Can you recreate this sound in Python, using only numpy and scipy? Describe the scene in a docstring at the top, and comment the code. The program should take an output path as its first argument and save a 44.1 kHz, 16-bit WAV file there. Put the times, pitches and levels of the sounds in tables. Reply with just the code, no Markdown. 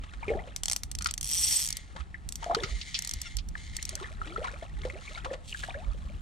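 """On a lake shore, a spinning reel is worked while a hooked fish splashes in the shallows. Impacts of the
drag's spring excite the spool's resonances: single ticks, and once a run that fuses into a buzz. The frame
clacks, the gears whirr, the handle squeaks and a sleeve rustles by friction. The fish slaps the surface and
traps air, which rings as bubbles, each a damped oscillator. Breeze and low bumps of the hands and frame rumble
in a two-port microphone over the faint wash of the shore."""
import sys
import numpy as np
from scipy import signal
from scipy.fft import rfft, irfft
from scipy.io import wavfile
from scipy.ndimage import uniform_filter1d

SR = 44100
rng = np.random.default_rng(int(sys.argv[2]) if len(sys.argv) > 2 else 0)


def put_to_file(sound):
    """Save the sound as 16-bit audio at rate SR, in the file named by the first command-line argument."""
    columns = np.atleast_2d(sound).T  # one column per channel
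    safe = np.clip(columns, -1, 1)
    whole_steps = np.round(safe * 32767)
    wavfile.write(sys.argv[1], SR, whole_steps.astype(np.int16))


N = 274035
TIME = np.arange(N) / SR
RING_TIME, RING_HZ = np.arange(4096) / SR, np.fft.rfftfreq(4096, 1 / SR)  # axes of one impact


def drag():
    """Ratchet: teeth slip past a spring, singly or in a run, and excite the same metal spool."""
    fine_db = 1.6 * ripple(RING_HZ)
    return slow_ticks(fine_db / 2) + spool_run(fine_db)


# Spectrum of a tooth's impact: f/Hz, level/dB
TICK_SPECTRUM = [(300, -34), (1000, -15), (2200, -11.5), (3300, -6), (5000, -3), (7000, 0), (9300, -6),
                 (10200, -10.5), (11800, -26), (13300, -19.5), (14600, -23), (16000, -39.5)]
# Resonances of the spool: f/Hz, bandwidth/Hz, relative boost/dB
SPOOL_MODES = [(2070, 440, 5), (3300, 720, 3), (4400, 150, 6), (5770, 890, 8), (7700, 190, 10),
               (8360, 240, 10), (9280, 340, 10.5), (12380, 3200, 16)]
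# Modes of the thin spool lip: f/Hz, level/dB, T60/s
LIP_MODES = [(4494, -28, 0.045), (7380, -30, 0.06)]
def tick(fine_db, tilt_db, ring, chatter, chatter_s, lip_db, tail_db):
    """Source and filter: the spring snaps and chatters; each tooth rings the spool a little differently."""
    hz, t = RING_HZ, RING_TIME
    db = spectrum_at(TICK_SPECTRUM, hz) + fine_db + tilt_db * np.log2(np.maximum(hz, 1000) / 6000)
    for f, width, boost_db in SPOOL_MODES:
        peak_db = ring * boost_db * (1 + .2 * rng.standard_normal())
        db += peak_db / (1 + (2 * (hz - f) / width) ** 2)
    rattle = rng.standard_normal(len(t)) + 1.03 * rng.standard_normal((2, len(t)))
    rattle *= chatter * np.exp(-t / chatter_s) + gain_of(tail_db) * np.exp(-t / .03)
    snap = .7 * rng.choice([-1, 1], len(t)) * np.exp(-t / .0006)
    force = (rattle + snap) * (1 - np.exp(-t / .0004))
    spool = convolve(force, minimum_phase(db))
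    spool *= 6.67 / np.linalg.norm(spool)  # about unit peak
    lip = sum(rng.random() * gain_of(level - 60 * t / t60) * np.sin(2 * np.pi * (f * t + rng.random()))
              for f, level, t60 in LIP_MODES)
    return (spool + gain_of(lip_db) * lip) * (1 - t / t[-1])


# Single teeth slipping: t/s, level/dB
LONE_TICKS = [(0.5617, -20.5), (0.721, -17.5), (0.7622, -16.5), (0.8338, -22.5), (1.7687, -22.5),
              (2.9891, -18.5), (3.2158, -22), (3.3682, -21.5), (3.4867, -34), (3.7659, -20.5)]
# Tugs on the line: t/s, number of teeth, first gap/s, ratio of successive gaps, level/dB
LINE_TUGS = [(0.6339, 3, .0225, 1.14, -17.4), (0.698, 3, 0.0155, 1.16, -17), (0.9139, 4, .0367, .98, -24),
             (1.0441, 3, 0.0257, 1.55, -21.5), (1.1385, 3, 0.0394, .82, -21.5), (1.6641, 5, .01, 1.3, -21),
             (2.289, 3, .034, .96, -25), (3.0215, 3, .026, 1, -23.5), (3.0925, 3, .0185, 1.35, -22),
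             (3.8261, 4, .0256, 1.55, -22)]
def slips(tighten_db=.5):
    """Time and level of each slip: tension rises through a tug, so each tooth is louder than the last."""
    ticks = list(LONE_TICKS)
    for s, teeth, gap, ratio, db in LINE_TUGS:
        for tooth in range(round(teeth)):
            ticks.append((s, db + tighten_db * (tooth - (teeth - 1) / 2)))
            s += gap * ratio ** tooth
    return ticks


# Grip of the fingers on the spool: t/s, spectral tilt/(dB per octave), chatter (0-1)
FINGER_GRIP = [(.65, -2.5, .12), (.8, -2, .14), (1.0, -1.5, .8), (1.22, .2, .7), (1.75, .7, .6),
               (2.32, 0, .12), (2.98, -.8, .7), (3.9, .5, .8)]
def slow_ticks(fine_db, thud_hz=686, thud_s=.0018):
    """Contact damping: fingers on the spool dull each tick and pass it to the frame as a thud."""
    out = np.zeros((2, N))
    thud = gain_of(-34) * np.exp(-RING_TIME / thud_s) * np.sin(2 * np.pi * thud_hz * RING_TIME)
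    times, tilts, chatters = np.transpose(FINGER_GRIP)
    for s, db in slips():
        tilt, chatter = np.interp(s, times, tilts), np.interp(s, times, chatters)
        click = tick(fine_db, tilt, ring=.8, chatter=chatter, chatter_s=.0018, lip_db=6, tail_db=-41)
        add(out, s + .0004, gain_of(db + 1) * (click + abs(tilt) * (1 - chatter) * thud))
    return out


# The spool runs out, speeding up and braking: t/s, tooth rate/Hz, level/dB
SPOOL_RUN = [(1.229, 63, -20.5), (1.243, 74, -21), (1.261, 108, -25.5), (1.299, 128, -20.5),
             (1.39, 203, -21), (1.439, 266, -21.5), (1.529, 285, -19.5), (1.569, 274, -21),
             (1.606, 178, -19.5), (1.659, 96, -20)]
def spool_run(fine_db, jitter_s=.00012, uneven_db=1.6):
    """Periodic pulse train: the waveform that all teeth share gives the buzz a pitch at the tooth rate."""
    out = np.zeros((2, N))
    times, rates, levels = np.transpose(SPOOL_RUN)
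    t = np.arange(times[0], times[-1], 1 / SR)
    teeth_passed = np.floor(np.cumsum(np.interp(t, times, rates)) / SR)
    shared = tick(fine_db, tilt_db=-1, ring=1.47, chatter=.12, chatter_s=.00082, lip_db=5, tail_db=-56)
    for s in t[np.diff(teeth_passed, prepend=-1) > 0]:
        own = tick(fine_db, tilt_db=-1, ring=1.41, chatter=1, chatter_s=.0032, lip_db=-12, tail_db=-30)
        early_s, stray_db = rng.normal(0, [jitter_s, uneven_db])
        click = gain_of(np.interp(s, times, levels) + stray_db) * (.52 * shared + .83 * own)
        add(out, s - early_s, gain_of(1) * (click + binding_ring(s)))
    return out


# Surges where the running spool binds: t/s, level/dB, f/Hz
BINDING_SURGES = [(1.331, -21, 5630), (1.336, -18, 8140), (1.378, -19, 5830), (1.398, -19, 8220),
                  (1.437, -16.5, 5660), (1.445, -15.5, 8120), (1.476, -20, 5670), (1.526, -18.5, 5540),
                  (1.566, -13, 8050), (1.57, -23, 5400), (1.622, -20.5, 5380)]
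def binding_ring(tooth_s, surge_s=.006, ring_s=.0015, rise_s=.000067):
    """Resonance: where the spool binds, each tooth drives one of its modes hard."""
    t = RING_TIME
    tone = sum(gain_of(db) * np.exp(-((tooth_s - s) / surge_s) ** 2 / 2) * np.sin(2 * np.pi * hz * t)
               for s, db, hz in BINDING_SURGES)
    return tone * (1 - np.exp(-t / rise_s)) * np.exp(-t / ring_s)


# Modes of the reel frame: f/Hz, level/dB, T60/s
FRAME_MODES = [(1267, 9.5, 0.018), (1490, 1, 0.021), (2010, -3, 0.013), (2450, -1, 0.014),
               (3120, -1, 0.012), (4360, 5.5, 0.0046), (6720, -5, 0.014), (8370, 10, 0.0015)]
# Knocks and scrapes: t/s, peak level/dB, contact time/s, ratio of rasp to ring
FRAME_KNOCKS = [(1.009, -29.5, 0.012, 0.22), (1.0594, -13, 0.0071, 0.29), (1.087, -26, 0.015, 1),
                (2.443, -23.5, 0.0014, 0.085), (2.548, -10, 0.0048, 0.6), (2.635, -20, 0.014, 0.86),
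                (2.813, -25, 0.0092, 11), (2.944, -18.5, 0.015, 16), (2.951, -21.5, 0.012, 20),
                (3.386, -28, 0.0086, 6.9)]
def frame_knocks():
    """Modal ringing: rough contacts make the frame clack, or scrape where friction noise dominates."""
    out, t = np.zeros((2, N)), RING_TIME
    modes = sum(gain_of(db - 60 * t / t60) * np.sin(2 * np.pi * (hz * t + rng.random()))
                for hz, db, t60 in FRAME_MODES)
    body = filtered(modes, [800, 9000], "band")  # the frame's ring is kept between 800 Hz and 9 kHz
    for s, db, contact_s, rasp in FRAME_KNOCKS:
        friction = rng.standard_normal(len(t)) + 1.25 * rng.standard_normal((2, len(t)))
        friction *= np.exp(-t / contact_s)
        knock = unit_rms(unit_rms(convolve(friction, body)) + body)  # the rub and the first blow
        knock += rasp * filtered(friction, [2400, 5400], "band", order=3)
        knock += .3 * filtered(friction, [700, 3200], "band")
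        add(out, s, gain_of(db) * knock / abs(knock).max())
    return out


# Strokes of the handle: t/s, duration/s, level/dB
HANDLE_STROKES = [(1.697, 0.088, -52), (2.412, 0.056, -55.5), (2.694, 0.3, -50), (3.014, 0.25, -55),
                  (3.22, 0.087, -53), (3.578, 0.34, -54.5), (5.02, 0.087, -56)]
# Spectrum of the gears: f/Hz, level/dB
GEAR_SPECTRUM = [(400, -44), (800, -30), (1650, -1.5), (2080, 9.5), (2550, -5.5), (3400, 4), (4400, -1),
                 (5400, -6.5), (6800, 0), (7500, -8.5), (8200, -3.5), (8800, -8), (11500, -28),
                 (16000, -38)]
def gears():
    """Meshing noise: the gears whirr with each stroke, modulated in amplitude by an uneven load."""
    winding = power_sum(swell(*stroke, rise_s=.024, fall_s=.055) for stroke in HANDLE_STROKES)
    load = gain_of(1.5 * wander(N, window=1200))
    return gain_of(4) * winding * load * noise(GEAR_SPECTRUM, grain_db=2.5, ripple_db=2.5)


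# One squeak of the handle: t/s, level/dB, fundamental f/Hz, duration/s
HANDLE_SQUEAK = (3.25, -35, 700, .035)
def handle_squeak(roughness=.22):
    """Stick-slip friction: a brief tone of middle harmonics, unsteady in pitch and amplitude."""
    s, db, hz, length = HANDLE_SQUEAK
    out, t = np.zeros(N), np.arange(0, length, 1 / SR)
    jitter, shimmer = filtered(rng.standard_normal((2, len(t))), 300)
    cycles = np.cumsum(hz * (1 + .04 * jitter)) / SR
    tone = sum(np.sin(2 * np.pi * (k * cycles + rng.random())) for k in (2, 3, 4, 5, 8))
    rough_tone = unit_rms(tone * (1 + roughness * shimmer))
    add(out, s, gain_of(db) * np.sin(np.pi * t / length) * rough_tone / 2)
    return out


def bubble(hz, life, glide, damping=1.82, rise_s=.00051, wobble=.053):
    """Damped oscillator: trapped air rings and wobbles; a glide above 1 is its climb near the surface."""
    t = np.arange(0, 1.7 * life, 1 / SR)
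    age = t / life
    pitch = hz * (1 + wobble * wander(len(t), window=120)) * (1 + (glide - 1) * age ** 2)
    envelope = (1 - np.exp(-t / rise_s)) * np.exp(-damping * age) * (1 - (t / t[-1]) ** 6)
    return envelope * np.sin(2 * np.pi * np.cumsum(pitch) / SR)


# Loud, distinct plops and plinks: t/s, level/dB, f/Hz, life/s, frequency ratio after one life
LOUD_BUBBLES = [(.229, -29.5, 975, 0.0087, 0.96), (.231, -35, 2350, 0.013, 0.97),
                (.280, -28, 413, 0.052, 0.92), (.281, -31, 2320, 0.013, 1.13),
                (.290, -32, 2140, 0.019, 1.1), (0.302, -21, 454, 0.031, 1.01),
                (.314, -24, 565, 0.026, 0.98), (.332, -33.5, 720, 0.038, 1.26),
                (0.337, -34, 1820, 0.0064, 0.84), (.352, -27, 383, 0.014, 0.92), (.37, -31, 618, .035, 1.4),
                (.391, -38, 1990, 0.017, 1.2), (.474, -39.5, 553, .015, 0.83),
                (1.963, -41.5, 846, .022, 2.4), (2.144, -31.5, 1734, 0.014, 1.12),
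                (2.427, -29.5, 927, 0.013, 0.78), (2.463, -30, 710, 0.038, 0.84),
                (2.498, -23, 672, 0.054, 1.25), (2.511, -25.5, 1026, 0.019, 0.54),
                (2.567, -26, 436, 0.035, 1.19), (2.603, -29, 3530, 0.005, 1),
                (2.638, -25.5, 2070, 0.01, 1.1), (3.553, -24.5, 1716, 0.0067, 0.72),
                (3.787, -34, 1880, 0.01, 1.56), (4.012, -39, 350, 0.032, 1.38),
                (4.043, -31.5, 1835, 0.013, 1.07), (4.216, -24, 1330, 0.0094, 1.02),
                (4.269, -46.5, 312, 0.27, 3.8), (4.361, -22.5, 1310, 0.011, 1.27),
                (4.381, -30, 451, 0.032, 1.4), (4.417, -34.5, 584, 0.027, 1.6),
                (4.446, -28, 995, 0.021, 0.96), (4.458, -33.5, 2380, 0.0045, 1.2),
                (4.481, -30, 1380, 0.018, 1.33), (4.625, -30.5, 671, 0.011, 0.99),
                (4.817, -27.5, 3170, 0.0021, 1.63), (4.834, -36, 2110, .009, 1.1),
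                (4.852, -24.5, 507, 0.018, 1.06), (4.9, -29, 2140, 0.0061, 1.1),
                (4.955, -39, 595, .025, 1.23), (5.077, -32.5, 2290, 0.012, 1.1),
                (5.149, -28.5, 3800, 0.0029, 0.95), (5.175, -35, 1353, 0.025, 1.15),
                (5.258, -23.5, 1004, 0.0072, 1.2), (5.259, -39, 516, 0.074, 1.44),
                (5.312, -27, 515, 0.022, 0.99), (5.331, -33.5, 570, 0.021, 0.9),
                (5.526, -25.5, 3000, 0.0058, 0.74), (5.546, -28.5, 1600, 0.012, 0.98),
                (5.635, -26, 1655, 0.01, 1.06), (5.686, -33, 700, 0.018, 2.3),
                (5.695, -32, 3350, 0.0045, 1.17), (5.706, -30, 2340, 0.0052, 1.16),
                (5.743, -32.5, 1670, 0.016, 1.2), (5.749, -38.5, 561, 0.1, 1.8)]
def loud_bubbles(brood_below_hz=1150, flutter=.2):
    """Bubble resonance: plops and plinks flutter in the churn; low ones linger and shed higher ones."""
    out = np.zeros(N)
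    for s, db, hz, life, glide in LOUD_BUBBLES:
        add(out, s, gain_of(db + 2) * bubble(hz, life, glide))
        if hz < brood_below_hz:
            add(out, s + life, gain_of(db - 21) * bubble(hz, life=42 / hz, glide=1.35, damping=1.63))
            for late, size, pitch in zip(rng.random(4), rng.random(4), rng.standard_normal(4)):
                fragment = bubble(hz * np.exp(.351 * abs(pitch)), life=.0177, glide=.688)
                add(out, s + 1.4 * life * late, gain_of(db - 17) * (.5 + size) * fragment)
    return out * (1 + flutter * filtered(rng.standard_normal(N), 220))


# The fish breaks the surface: t/s, slap level/dB, churn level/dB, settling time/s
FISH_SPLASHES = [(0.035, -28.5, -54.5, 0.081), (0.135, -29.5, -56.5, .03), (.2813, -54, -48, 0.12),
                 (0.473, -35, -55, 0.073), (1.961, -26.5, -63.5, 0.053), (2.003, -30, -51, 0.027),
                 (2.425, -24, -66, 0.06), (2.605, -51, -42, 0.067), (4.024, -26.5, -43, 0.075),
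                 (4.27, -26.5, -47.5, 0.2), (4.441, -21, -47.5, 0.024), (4.4713, -27, -47, 0.091),
                 (4.6255, -31, -50, 0.051), (4.849, -24, -47.5, 0.2), (5.175, -22.5, -44, 0.02),
                 (5.246, -18, -54, 0.069), (5.3319, -19.5, -49, 0.017), (5.635, -25, -51, 0.63)]
# Spectrum of the spray: f/Hz, level/dB
SPRAY_SPECTRUM = [(200, 0), (500, -7), (1300, 4), (1700, 4.5), (2300, -2), (3900, -1), (4700, -6.5),
                  (6000, -6.5), (9000, -7.5), (10500, -18.5), (16000, -43)]
def splashes(slap_s=.0064, pinch_s=.0028):
    """Impact and pinch-off: slaps of the fish and new bubbles give dull noise bursts over the slosh."""
    bursts, t = np.zeros(N), np.arange(SR // 8) / SR
    onset = 1 - np.exp(-t / .004)
    for s, db, *_ in FISH_SPLASHES:
        add(bursts, s, gain_of(db - 5) * onset * np.exp(-t / slap_s))
    for s, db, *_ in LOUD_BUBBLES:
        add(bursts, s, gain_of(db - 10) * onset * np.exp(-t / pinch_s))
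    dull_spray = signal.lfilter(*signal.butter(1, 3500, fs=SR), noise(SPRAY_SPECTRUM, grain_db=2.5))
    slosh = gain_of(-5) * churn() * noise(SPRAY_SPECTRUM, grain_db=5)
    return bursts * dull_spray + slosh


def churn(heave_s=.075):
    """Exponential growth and decay: the water heaves up to each splash and then settles."""
    return power_sum(swell(s, 0, db, heave_s, settle_s) for s, _, db, settle_s in FISH_SPLASHES)


def faint_bubbles(count, base_db, spread_db, low_hz, high_hz, cycles, climb):
    """Air entrainment: faint random drips and gurgles chirp upward, louder the more the water churns."""
    out, stirred = np.zeros(N), churn()
    for when, pitch, strength, rise in rng.random((count, 4)):
        hz = low_hz * (high_hz / low_hz) ** pitch
        db = base_db + spread_db * min(-np.log(1 - strength), 3.5)
        chirp = bubble(hz, life=cycles / hz, glide=1 + climb * rise)
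        add(out, when * N / SR, stirred[int(when * N)] * gain_of(db) * chirp)
    return out


def bank_echo(sound, echo_db=-17, decay_s=.07):
    """Diffuse scattering: the bank and the angler's body add a short, faint echo."""
    t = np.arange(SR // 5) / SR
    taps = rng.standard_normal((2, len(t))) * np.exp(-t / decay_s) * (t > .003)
    return sound + gain_of(echo_db) * convolve(sound, taps / np.linalg.norm(taps[0]))


# Rubs of the sleeve as the rod changes hands: t/s, duration/s, level/dB
SLEEVE_RUBS = [(5.485, 0.037, -48.5), (5.58, 0.015, -45), (5.637, 0.0062, -48.5)]
# Spectrum of the cloth: f/Hz, level/dB
CLOTH_SPECTRUM = [(1200, -21), (2200, -4), (3100, 7), (5200, -2.5), (8000, 2), (10500, -10), (15000, -28)]
def sleeve():
    """Sliding friction: cloth gives off grainy noise in short strokes."""
    rubbing = power_sum(swell(*rub, rise_s=.025, fall_s=.032) for rub in SLEEVE_RUBS)
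    return gain_of(1) * rubbing * noise(CLOTH_SPECTRUM, grain_db=5)


# Low bumps: of the hands, and the thuds under the frame knocks at 2.54 and 2.64 s: t/s, level/dB, f/Hz,
# duration/s
LOW_BUMPS = [(1.991, -32.5, 62, 0.055), (2.543, -35.5, 159, 0.015), (2.638, -29.5, 115, 0.0096),
             (2.699, -29, 49.7, 0.092), (3.339, -29.5, 48.4, 0.084), (4.187, -34.5, 47.3, 0.053),
             (4.743, -31.5, 49, 0.073), (5.856, -26, 44.2, 0.076)]
def low_bumps(lean_db=6.5):
    """Structure-borne sound: low pulses from the hands and the knocking frame shake the microphone, more on its
    right."""
    out = np.zeros(N)
    for s, db, hz, length in LOW_BUMPS:
        t = np.arange(0, length, 1 / SR)
        add(out, s, gain_of(db - 2) * np.sin(np.pi * t / length) * np.sin(2 * np.pi * hz * t))
    return out * gain_of([[-lean_db], [lean_db]])


# Gusts: t/s, duration/s, level/dB
WIND_GUSTS = [(0.333, 0.053, -39), (1.007, 0.077, -37.5), (2.747, 0.039, -42), (3.395, 0.86, -43.5),
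              (4.807, 0.19, -43), (5.888, 0.39, -38)]
# Spectrum of wind at the ports: f/Hz, level/dB
WIND_SPECTRUM = [(12, -43), (20, -9), (43, 2), (57, 0), (75, -2.5), (107, -14), (160, -14.5), (250, -25),
                 (400, -40), (900, -70.5)]
def breeze(steady_db=-44.5, lumps_db=2.2):
    """Turbulence: the fluctuating pressure of a breeze and its gusts rumbles at the ports."""
    gusts = [swell(s, length, db - 1, rise_s=.24, fall_s=.036) for s, length, db in WIND_GUSTS]
    lumps = gain_of(lumps_db * wander(N, window=2800))
    return power_sum([gain_of(steady_db), *gusts]) * lumps * noise(WIND_SPECTRUM)


# Spectrum of the open shore: f/Hz, level/dB
SHORE_SPECTRUM = [(100, 4), (300, -5.5), (500, -15), (800, -10.5), (1300, -10), (2100, -17), (4000, -21.5),
                  (6000, -27.5), (9000, -25), (11000, -44), (16000, -76)]
def shore_wash():
    """Ambient noise: the open shore gives a faint, steady, slightly grainy wash."""
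    return gain_of(-56) * noise(SHORE_SPECTRUM, grain_db=2)


# Likeness of noise at the two ports: f/Hz, correlation (0-1)
PORT_CORRELATION = [(40, .4), (150, .5), (400, .88), (3000, .85), (8000, .7), (13000, .6)]
def noise(spectrum, grain_db=0, ripple_db=0):
    """Partly coherent noise at two ports; grain_db clumps it into grains, ripple_db makes it metallic."""
    hz = np.fft.rfftfreq(N, 1 / SR)
    grains = gain_of(grain_db * np.clip(wander(N, window=90), -3, 3))
    left, unrelated = rfft(rng.standard_normal((2, N)) * grains)
    correlation = np.clip(spectrum_at(PORT_CORRELATION, hz), 0, 1)
    right = correlation * left + np.sqrt(1 - correlation ** 2) * unrelated
    colour = gain_of(spectrum_at(spectrum, hz) + ripple_db * ripple(hz))
    return unit_rms(irfft(np.array([left, right]) * colour, N))


def ripple(hz, spacing_hz=45):
    """High modal density: a metal part's many narrow resonances, as random peaks and dips of rms 1."""
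    grid = np.arange(0, SR, spacing_hz)
    return unit_rms(np.interp(hz, grid, rng.standard_normal(len(grid))))


def wander(samples, window):
    """Moving average of white noise: a slow fluctuation of rms 1."""
    return unit_rms(uniform_filter1d(rng.standard_normal(samples), size=window))


def swell(start, length, db, rise_s, fall_s):
    """Exponential envelope: rises until its start, holds for its length and dies away."""
    before, after = np.minimum(TIME - start, 0), np.maximum(TIME - start - length, 0)
    return gain_of(db) * np.exp(before / rise_s - after / fall_s)


def power_sum(gains):
    """Incoherent sounds add in power."""
    return np.sqrt(sum(gain ** 2 for gain in gains) + 1e-20)


def minimum_phase(db):
    """Causality: an impulse response with this gain and no sound before the blow."""
    log_gain = np.log(gain_of(np.concatenate([db, db[-2:0:-1]])))
    return np.fft.ifft(np.exp(np.conj(signal.hilbert(log_gain)))).real


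def convolve(stereo, response):
    """Linear filtering by an impulse response, cut to the input's length."""
    return signal.fftconvolve(stereo, np.atleast_2d(response), axes=1)[:, :stereo.shape[1]]


def filtered(x, edges_hz, kind="low", order=2):
    """Maximally flat filtering, with the result scaled to rms 1."""
    return unit_rms(signal.sosfilt(signal.butter(order, edges_hz, kind, fs=SR, output="sos"), x))


def spectrum_at(points, hz):
    """Interpolation on a log-frequency axis."""
    f, value = np.transpose(points)
    return np.interp(np.log(hz + 1), np.log(f + 1), value)


def gain_of(db):
    """Decibels to an amplitude ratio."""
    return 10 ** (np.asarray(db) / 20)


def unit_rms(x):
    """Normalisation to rms 1."""
    return x / np.sqrt(np.mean(x ** 2) + 1e-20)


def add(mix, s, sound):
    """Superposition: a sound joins the mix at time s."""
    part = mix[..., max(round(s * SR), 0):][..., :sound.shape[-1]]
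    part += sound[..., :part.shape[-1]]


def scene():
    """Superposition of the reel, the angler's movements, the water and the air around them."""
    drips = faint_bubbles(1100, base_db=3.5, spread_db=3, low_hz=983, high_hz=4136, cycles=13, climb=.12)
    gurgles = faint_bubbles(110, base_db=-1.5, spread_db=3.5, low_hz=355, high_hz=806,
                            cycles=17, climb=.7)
    reel = drag() + frame_knocks() + handle_squeak() + gears()
    angler = sleeve() + low_bumps()
    water = bank_echo(loud_bubbles() + drips + gurgles + splashes())
    return reel + angler + water + breeze() + shore_wash()


# Phase lead of the left port: f/Hz, phase/rad
PORT_LEAD = [(550, 0.22), (880, -.5), (1020, -4.1), (1400, -4.3), (1600, -2.4), (1900, -1.2), (2600, -.2),
             (4200, 0), (5000, 1), (5400, 0.7), (7000, 1.15), (9000, 1.75), (13000, 1.6)]
# Left port relative to right: f/Hz, level/dB
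PORT_LEVEL = [(30, 1), (120, -1.5), (400, 0), (1400, 3.5), (4000, 0), (5100, 3), (6200, -2), (8600, -2.5),
              (9600, 1), (11500, -4.5), (13000, 13.5), (15500, -14)]
def record(dry, cutoff_hz=16300):
    """Interchannel differences: the microphone's ports differ in phase and level, within a band limit."""
    hz = np.fft.rfftfreq(N, 1 / SR)
    side = np.array([[.5], [-.5]])
    phase = np.exp(1j * side * spectrum_at(PORT_LEAD, hz))
    balance = gain_of(side * spectrum_at(PORT_LEVEL, hz))
    heard = irfft(rfft(dry) * phase * balance, N)
    lowpass = signal.firwin(511, cutoff_hz, window=("kaiser", 9), fs=SR)
    return signal.oaconvolve(heard, lowpass[None], "same")


dry = scene()
out = record(dry)
put_to_file(out)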